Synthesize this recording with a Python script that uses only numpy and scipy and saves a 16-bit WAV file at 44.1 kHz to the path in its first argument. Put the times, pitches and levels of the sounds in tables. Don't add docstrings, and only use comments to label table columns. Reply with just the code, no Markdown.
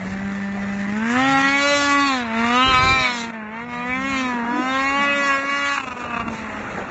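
import sys
import numpy as np
from scipy import signal
from scipy.io import wavfile
from scipy.ndimage import uniform_filter1d

SR = 44100
rng = np.random.default_rng(int(sys.argv[2]) if len(sys.argv) > 2 else 0)


def bounce(signal):
    frames = np.transpose(np.atleast_2d(signal))
    limited = np.clip(frames, -1, 1)
    pcm = np.round(limited * 32767).astype(np.int16)
    wavfile.write(sys.argv[1], SR, pcm)


def voltage_ratio(decibels):
    exponent = np.asarray(decibels, float) / 20
    return 10 ** exponent


N = 304290
STEP = 40
CLOCK = np.arange(0, N + STEP, STEP) / SR
TOP_HZ = 8640
PASS_S, BANK_S, MISFIRE_S, COAST_S = 1.6, 3.2, 5.77, 6.32

# (time [s], rev change [Hz], bark change [dB], length [s])
GRIP = [
    (1.229, 10, 1, .1),
    (2.669, 15, -1, .135),
    (2.765, -7.5, 3.5, 0.055),
    (3.464, -23.5, -6, .116),
    (3.67, 4, -7, 0.0322),
    (5.374, -9, 3, .111),
    (5.428, 0.44, -7.5, .06),
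]
# (time [s], bark [dB], brightness [dB])
THROTTLE = [(0, -47, 0.5), (.9, -42.5, -3.5), (1.19, -28.5, -2), (1.75, -26, 12), (2.12, -28.5, 4.5),
            (2.27, -35, -11), (2.55, -25, 1), (3.05, -25.5, -0.5), (3.22, -38.5, 8), (3.4, -37.5, -18.5),
            (4.15, -30, 5.5), (4.43, -37.5, -8), (4.75, -25.5, 0.5), (5.75, -26, 0.5), (5.84, -38.5, 4),
            (6.2, -31, -6.5), (6.25, -43, 0), (6.9, -45, -3.5)]


def engine():
    hz = revs()
    levels = orders(hz)
    uneven, hiss = burn()[:2]
    fits = voltage_ratio(4 * np.clip(drift(7), -2, 2))
    uneven = uneven * fits ** (1 - after(MISFIRE_S))
    hiss = np.minimum(hiss * fits ** .7, .8)
    turns = 2 * np.pi * np.cumsum(fine(hz)) / SR + fine(.03 * drift(20))
    cycle = np.floor(turns / (2 * np.pi) + 0.12).astype(int) + 2
    chance = rng.standard_normal(2400)[cycle]
    mismatch = .05 * (1 + 0.85 * nose_on())
    strength = 1 + fine(uneven) * chance + fine(mismatch) * (-1.) ** cycle
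    strength = uniform_filter1d(strength, size=24)
    lift_db = catching()
    tones = bark(hz, turns, hiss) * strength + pipe(turns, strength, levels)
    breath = (1 + strength) / 2 * jet(turns, hiss)
    return fine(voltage_ratio(lift_db)) * tones + fine(voltage_ratio(0.45 * lift_db)) * breath


def revs():
    # (time [s], firing rate [Hz])
    speed = [(0, 187.3), (.23, 197.3), (.88, 199.7), (1.3, 266.2), (1.71, 287.1), (2.06, 280.7),
             (2.29, 221.9), (2.64, 245.7), (2.95, 264.3), (3.22, 230.9), (3.84, 243.8), (4.09, 274.7),
             (4.43, 231.5), (4.69, 261.7), (5.02, 283.4), (5.75, 281.9), (5.9, 249.4), (6.9, 191.5)]
    bend = sum(hz * swell(s, length) for s, hz, _, length in GRIP)
    return uniform_filter1d(in_time(speed)[0], size=60) + bend


def load():
    return in_time(THROTTLE)[0] + sum(db * swell(s, length) for s, _, db, length in GRIP)


def burn():
    idle_hz, clear_hz, lag_s = 195, 250, .02
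    hz = revs()
    dirty = np.clip((clear_hz - np.interp(CLOCK - lag_s, CLOCK, hz)) / (clear_hz - idle_hz), 0, 1)
    shutting = np.clip(-np.gradient(hz, CLOCK) / 250, 0, 1) ** 2
    misfire, coast, nose = after(MISFIRE_S), after(COAST_S), nose_on()
    uneven = np.maximum(.062 + .13 * dirty + .04 * nose + .12 * shutting, .14 * misfire)
    hiss = .02 + .4 * dirty ** 1.3 + .1 * nose + .18 * shutting
    hiss = hiss * (1 - misfire) + .1 * misfire + .55 * coast
    rasp_db = 1.2 * dirty + nose * (3.8 + 3.5 * dirty)
    rasp_db = rasp_db * (1 - misfire) - 5.4 * misfire + 10.0 * coast
    boom_db = 9.3 * misfire - 5.5 * coast
    return uneven, hiss, rasp_db, boom_db


def catching():
    # (time [s], lift [dB], length [s])
    catches = [(3.307, -11.5, 0.026), (5.773, 8.5, 0.015), (5.799, 12.5, 0.014), (5.832, 13.5, 0.015),
               (5.87, 14.5, 0.019), (5.906, 10, 0.028), (5.953, -1, .012), (5.964, 8, 0.019),
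               (5.994, 13, 0.04), (6.037, 11.5, .014), (6.053, 5.5, .016), (6.104, 4, 0.0086),
               (6.131, 11, 0.022), (6.162, 15, 0.02), (6.195, 10.5, 0.026), (6.279, 11.5, 0.0093)]
    lift = sum(db * np.exp(-((CLOCK - s - length / 2) / (length * .5)) ** 6) for s, db, length in catches)
    return lift - 19.1 * uniform_filter1d(lift > 1, size=100, output=float)


def pipe(turns, strength, levels):
    # (order [-], level against the bark [dB])
    shaft = [(.5, -29.5), (1.5, -40.5), (2.5, -21), (3.5, -30.5), (4.5, -21.5)]
    soft = 1 + 0.68 * (uniform_filter1d(strength, size=200) - 1)
    whole = sum(fine(voltage_ratio(db)) * np.cos((k + 1) * (turns - .5 * k)) for k, db in enumerate(levels))
    load_db = uniform_filter1d(load(), size=200)
    half = 0
    for k, db in shaft:
        gain = voltage_ratio(load_db + db + 6.1 * drift(3.3))
        half = half + fine(gain) * np.cos(k * turns + fine(drift(1.4)))
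    return np.sqrt(2) * soft * (whole + half)


def orders(hz):
    # (time [s], level [dB])
    note = [(0, -30.5), (.23, -26.5), (.8, -25.5), (1.15, -20.5), (1.4, -22.5), (1.72, -30), (2.0, -21.5),
            (2.29, -29.5), (2.4, -21.5), (2.63, -24.5), (2.8, -39.5), (3.25, -32), (3.6, -37), (4.2, -25.5),
            (5.0, -30), (5.8, -38), (6.17, -30), (6.9, -50.5)]
    # (order [-], level against the bark [dB], share of the note's swing [-])
    overtones = [(2, -8.5, 0.41), (3, -4.5, .2), (4, -1.5, 0.017)]
    note_db, = in_time(note)
    levels = [note_db]
    for k, db, share in overtones:
        swing_db = share * (note_db - load())
        levels.append(load() + db + swing_db + echo_db(k * hz) + 2.2 * drift(6))
    return levels


def bark(hz, turns, hiss):
    puffs, open_ground = 0, 1 - burn()[3] / 12
    for k in range(5, 38):
        flutter_db = min(.27 * k, 4.2) * drift(19)
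        fade_db = 3.0 * open_ground * drift(3) + flutter_db
        gain = voltage_ratio(bark_db(k * hz) + fade_db) * np.sqrt(2 - 2 * hiss)
        shift = .25 * open_ground * drift(1.5) + .0012 * k * k * drift(25)
        spread = 0.0401 * k * k * open_ground
        puffs = puffs + fine(gain) * np.cos(k * (turns - .5) - fine(spread - shift))
    return puffs


def bark_db(hz, echo=1):
    regions_db = [-2.5, -6, -20.5, -29.5]
    brightens = [0, .2, 0.698, 1.1]
    # (frequency [Hz], level [dB])
    hood = [(1000, -1), (1250, 0), (1500, -2), (1850, 1), (2250, 0), (2700, 1), (3050, -3), (3900, 0),
            (4600, -2), (5200, -2), (7000, 0), (8000, -1), (8600, -4)]
    rasp_hz, boom_hz = 1878, 1180
    bright_db = in_time(THROTTLE)[1]
    place = np.interp(np.log(hz), np.log([1450, 2250, 3750, 6400]), [0, 1, 2, 3])
    tilt = 0
    for k in range(4):
        near = np.clip(1 - np.abs(place - k), 0, 1)
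        tilt = tilt + (regions_db[k] + brightens[k] * bright_db) * near
    rasp_db, boom_db = burn()[2:]
    rings = rasp_db * np.exp(-((hz - rasp_hz) / 200.) ** 2)
    rings = rings + boom_db * np.exp(-((hz - boom_hz) / 250.) ** 2)
    rings = rings + boom_db * np.exp(-((hz - 2.25 * boom_hz) / 220.) ** 2)
    hood_hz, hood_db = np.transpose(hood)
    colour = np.interp(np.log(hz), np.log(hood_hz), hood_db)
    return load() + tilt + rings + echo * echo_db(hz) + colour


def echo_db(hz):
    # (time [s], frequency [Hz], lift [dB], length [s])
    echoes = [(1.345, 810, 9.5, 0.13), (1.285, 1090, -10, 0.053), (1.475, 1950, 8.5, .1),
              (1.72, 565, 11, 0.14), (1.843, 2900, 5, 0.023), (1.987, 1130, 10.5, 0.12),
              (2.051, 565, -14, .05), (2.599, 1150, 14, 0.049), (2.829, 1200, 3.5, 0.18),
              (2.983, 2300, 13, 0.12), (2.994, 1450, -8, .06), (3.936, 2250, 13.5, 0.035),
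              (4.143, 810, -11, 0.11), (4.25, 1020, 4.5, 0.096), (4.94, 1120, 9, .1),
              (5.145, 2200, 4, 0.15), (5.147, 560, 9, 0.22), (5.2, 840, -14, .12), (5.453, 830, -17, 0.081),
              (1.057, 4150, -28, 0.082), (1.4, 3400, 8, 0.24), (2.172, 3780, 15.5, 0.14),
              (2.668, 2960, 15, .12), (2.884, 4000, 10.5, 0.39), (3.764, 1490, -8, 0.2),
              (4.19, 2310, 8.5, 0.1), (4.901, 1417, -7, 0.14), (5.618, 850.5, -11, .1),
              (4.47, 970, 8.5, 0.21), (1.25, 1660, 1.5, 0.052)]
    width = 0.15
    return sum(db * swell(s, length) * np.exp(-(np.log(hz / at_hz) / width) ** 2)
               for s, at_hz, db, length in echoes)


def jet(turns, hiss):
    white = rng.standard_normal((2, N)) * (0.95 + 0.05 * (1 + np.cos(turns - .8)) ** 2)
    out, edges = 0, np.concatenate([np.arange(950, 3200, 250), np.arange(3200, 8800, 500)])
    per_band = np.sqrt(hiss * SR / 500)
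    for k, (low, high) in enumerate(zip(edges, edges[1:])):
        outlast_db = 2.2 * low / 1000
        level_db = bark_db((low + high) / 2, echo=.4) + 2.0 * drift(11) + outlast_db
        out = out + fine(per_band * voltage_ratio(level_db)) * band(white[k % 2], low, high)
    return out


def nose_on():
    return np.clip(PASS_S - CLOCK, 0, .5) * 2


def track():
    # (time [s], lug rate [Hz], level [dB])
    lugs = [(1.05, 90, -90), (1.18, 110, -39), (1.35, 160, -33.5), (1.55, 210, -38.5), (2.05, 255, -57),
            (2.2, 240, -73), (3.0, 225, -44), (3.2, 190, -43), (3.45, 165, -56), (3.8, 172, -42),
            (4.0, 195, -34.5), (4.2, 225, -34.5), (4.4, 262, -45), (4.6, 300, -21), (4.68, 310, -57),
            (4.8, 225, -78), (5.0, 220, -30), (5.4, 220, -51)]
    hz, db = in_time(lugs)
    turns = 2 * np.pi * np.cumsum(fine(hz)) / SR + fine(.5 * drift(36))
    return np.sqrt(2) * fine(voltage_ratio(db + 2.0 * drift(17))) * np.cos(turns)


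def churned_snow():
    # (time [s], lift [dB], length [s])
    churn = [
        (0.499, -1, 0.1),
        (1.05, -4.5, 0.19),
        (2.29, -4.5, 0.13),
        (3.75, -5.5, 0.43),
        (4.49, 6.5, 0.38),
        (5.705, -11.5, 0.12),
        (6.403, 5.5, 1),
    ]
    # (frequency [Hz], density [dB per Hz])
    spectrum = [(120, -34), (200, 9.5), (350, -0.5), (700, 1), (1100, -4), (1600, -1), (2400, -26)]
    lift_db = sum(db * swell(s, length) for s, db, length in churn)
    level_db = -40 + lift_db + 0.14 * breeze_db() + 1.5 * drift(3)
    return fine(voltage_ratio(level_db)) * coloured(spectrum, patchy_db=4.0)


def gust():
    # (time [s], level [dB])
    wake = [
        (2.6, -77),
        (2.655, -31),
        (2.68, -22.5),
        (2.75, -28),
        (2.9, -25),
        (3.02, -33.5),
        (3.06, -61),
        (3.1, -58),
    ]
    # (frequency [Hz], density [dB per Hz])
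    spectrum = [(30, -4.5), (60, 0), (120, 4), (200, -8), (400, -5), (600, -25.5)]
    return fine(voltage_ratio(in_time(wake)[0] + 2.0 * drift(24))) * coloured(spectrum, patchy_db=-1.5)


def rumble():
    # (frequency [Hz], density [dB per Hz])
    spectrum = [(20, -23), (40, -0.5), (80, 7.5), (140, 4), (220, -11), (300, -33.5)]
    return fine(voltage_ratio(-52.5 + breeze_db() + 0.94 * drift(4.9))) * coloured(spectrum, patchy_db=3.5)


def breeze_db():
    # (time [s], lift [dB], length [s])
    puffs = [
        (.1, 15, .2),
        (0.603, 10.5, 0.26),
        (1.274, 7, 0.076),
        (1.748, 7.5, 0.56),
        (2.5, 7, 0.24),
        (3.44, -5, 0.19),
        (4.052, 11, 0.23),
        (4.828, 8.5, .1),
        (6.195, 14.5, .25),
        (6.702, 11, .25),
    ]
    return sum(db * swell(s, length) for s, db, length in puffs)


def coloured(spectrum, patchy_db):
    out, white, (hz, db) = 0, rng.standard_normal((2, N)), np.transpose(spectrum)
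    edges = hz[0] * 2 ** np.arange(0, np.log2(hz[-1] / hz[0]), 1 / 3)
    for k, (low, high) in enumerate(zip(edges, edges[1:])):
        level = np.interp(np.log(low * high) / 2, np.log(hz), db)
        out = out + fine(voltage_ratio(level + patchy_db * drift(24))) * band(white[k % 2], low, high)
    return rms_one(out)


def band(x, low, high):
    return signal.sosfilt(signal.butter(2, [low, high], "band", fs=SR, output="sos"), x)


def rms_one(x):
    return x / np.sqrt(np.mean(x ** 2) + 1e-20)


def drift(rate):
    r = np.exp(-2 * np.pi * STEP * rate / SR)
    settle = 2000
    white = rng.standard_normal(len(CLOCK) + settle)
    return rms_one(signal.lfilter([1], [1, -2 * r, r * r], white)[settle:])


def in_time(rows):
    s, *columns = np.transpose(rows)
    return [np.interp(CLOCK, s, c) for c in columns]


def swell(s, length):
    return np.exp(-((CLOCK - s) / length) ** 2)


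def after(s):
    return uniform_filter1d(CLOCK > s, size=60, output=float)


def fine(slow):
    return np.interp(np.arange(N) / STEP, np.arange(len(slow)), slow)


def scene():
    # (frequency [Hz], width [Hz], depth [0-1])
    dips = [(3030, 130, .7), (4930, 560, .85)]
    sled = engine() + track() + churned_snow() + gust() + rumble()
    sled = sled + (fine(voltage_ratio(2.0 * drift(9))) - 1) * band(sled, 3000, 9500)
    cancelled = 0
    for hz, width, depth in dips:
        cancelled = cancelled + depth * signal.lfilter(*signal.iirpeak(hz, hz / width, SR), sled)
    return (sled - fine(.3 + .7 * after(BANK_S)) * cancelled)[None]


def thinned(x, under_db, from_hz):
    hz, _, frames = signal.stft(x, SR, nperseg=1536)
    treble = (hz > from_hz) & (hz < TOP_HZ)
    power = np.abs(frames[treble]) ** 2
    near = uniform_filter1d(power, size=3, axis=0)
    around = uniform_filter1d(power, size=36, axis=0)
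    frames[treble] *= np.where(near < around * voltage_ratio(-2 * under_db), .05, 1)
    return signal.istft(frames, SR, nperseg=1536)[1][:N]


def top_cut(x):
    return signal.sosfilt(signal.butter(12, 8370, fs=SR, output="sos"), x)


def record(dry):
    rounded = .9 * np.tanh(dry[0] / .9)
    thin = thinned(rounded, under_db=4.9, from_hz=2700)
    cut = signal.sosfilt(signal.cheby2(12, 60, TOP_HZ, fs=SR, output="sos"), thin)
    return top_cut(cut[None])


dry = scene()
out = record(dry)
bounce(out)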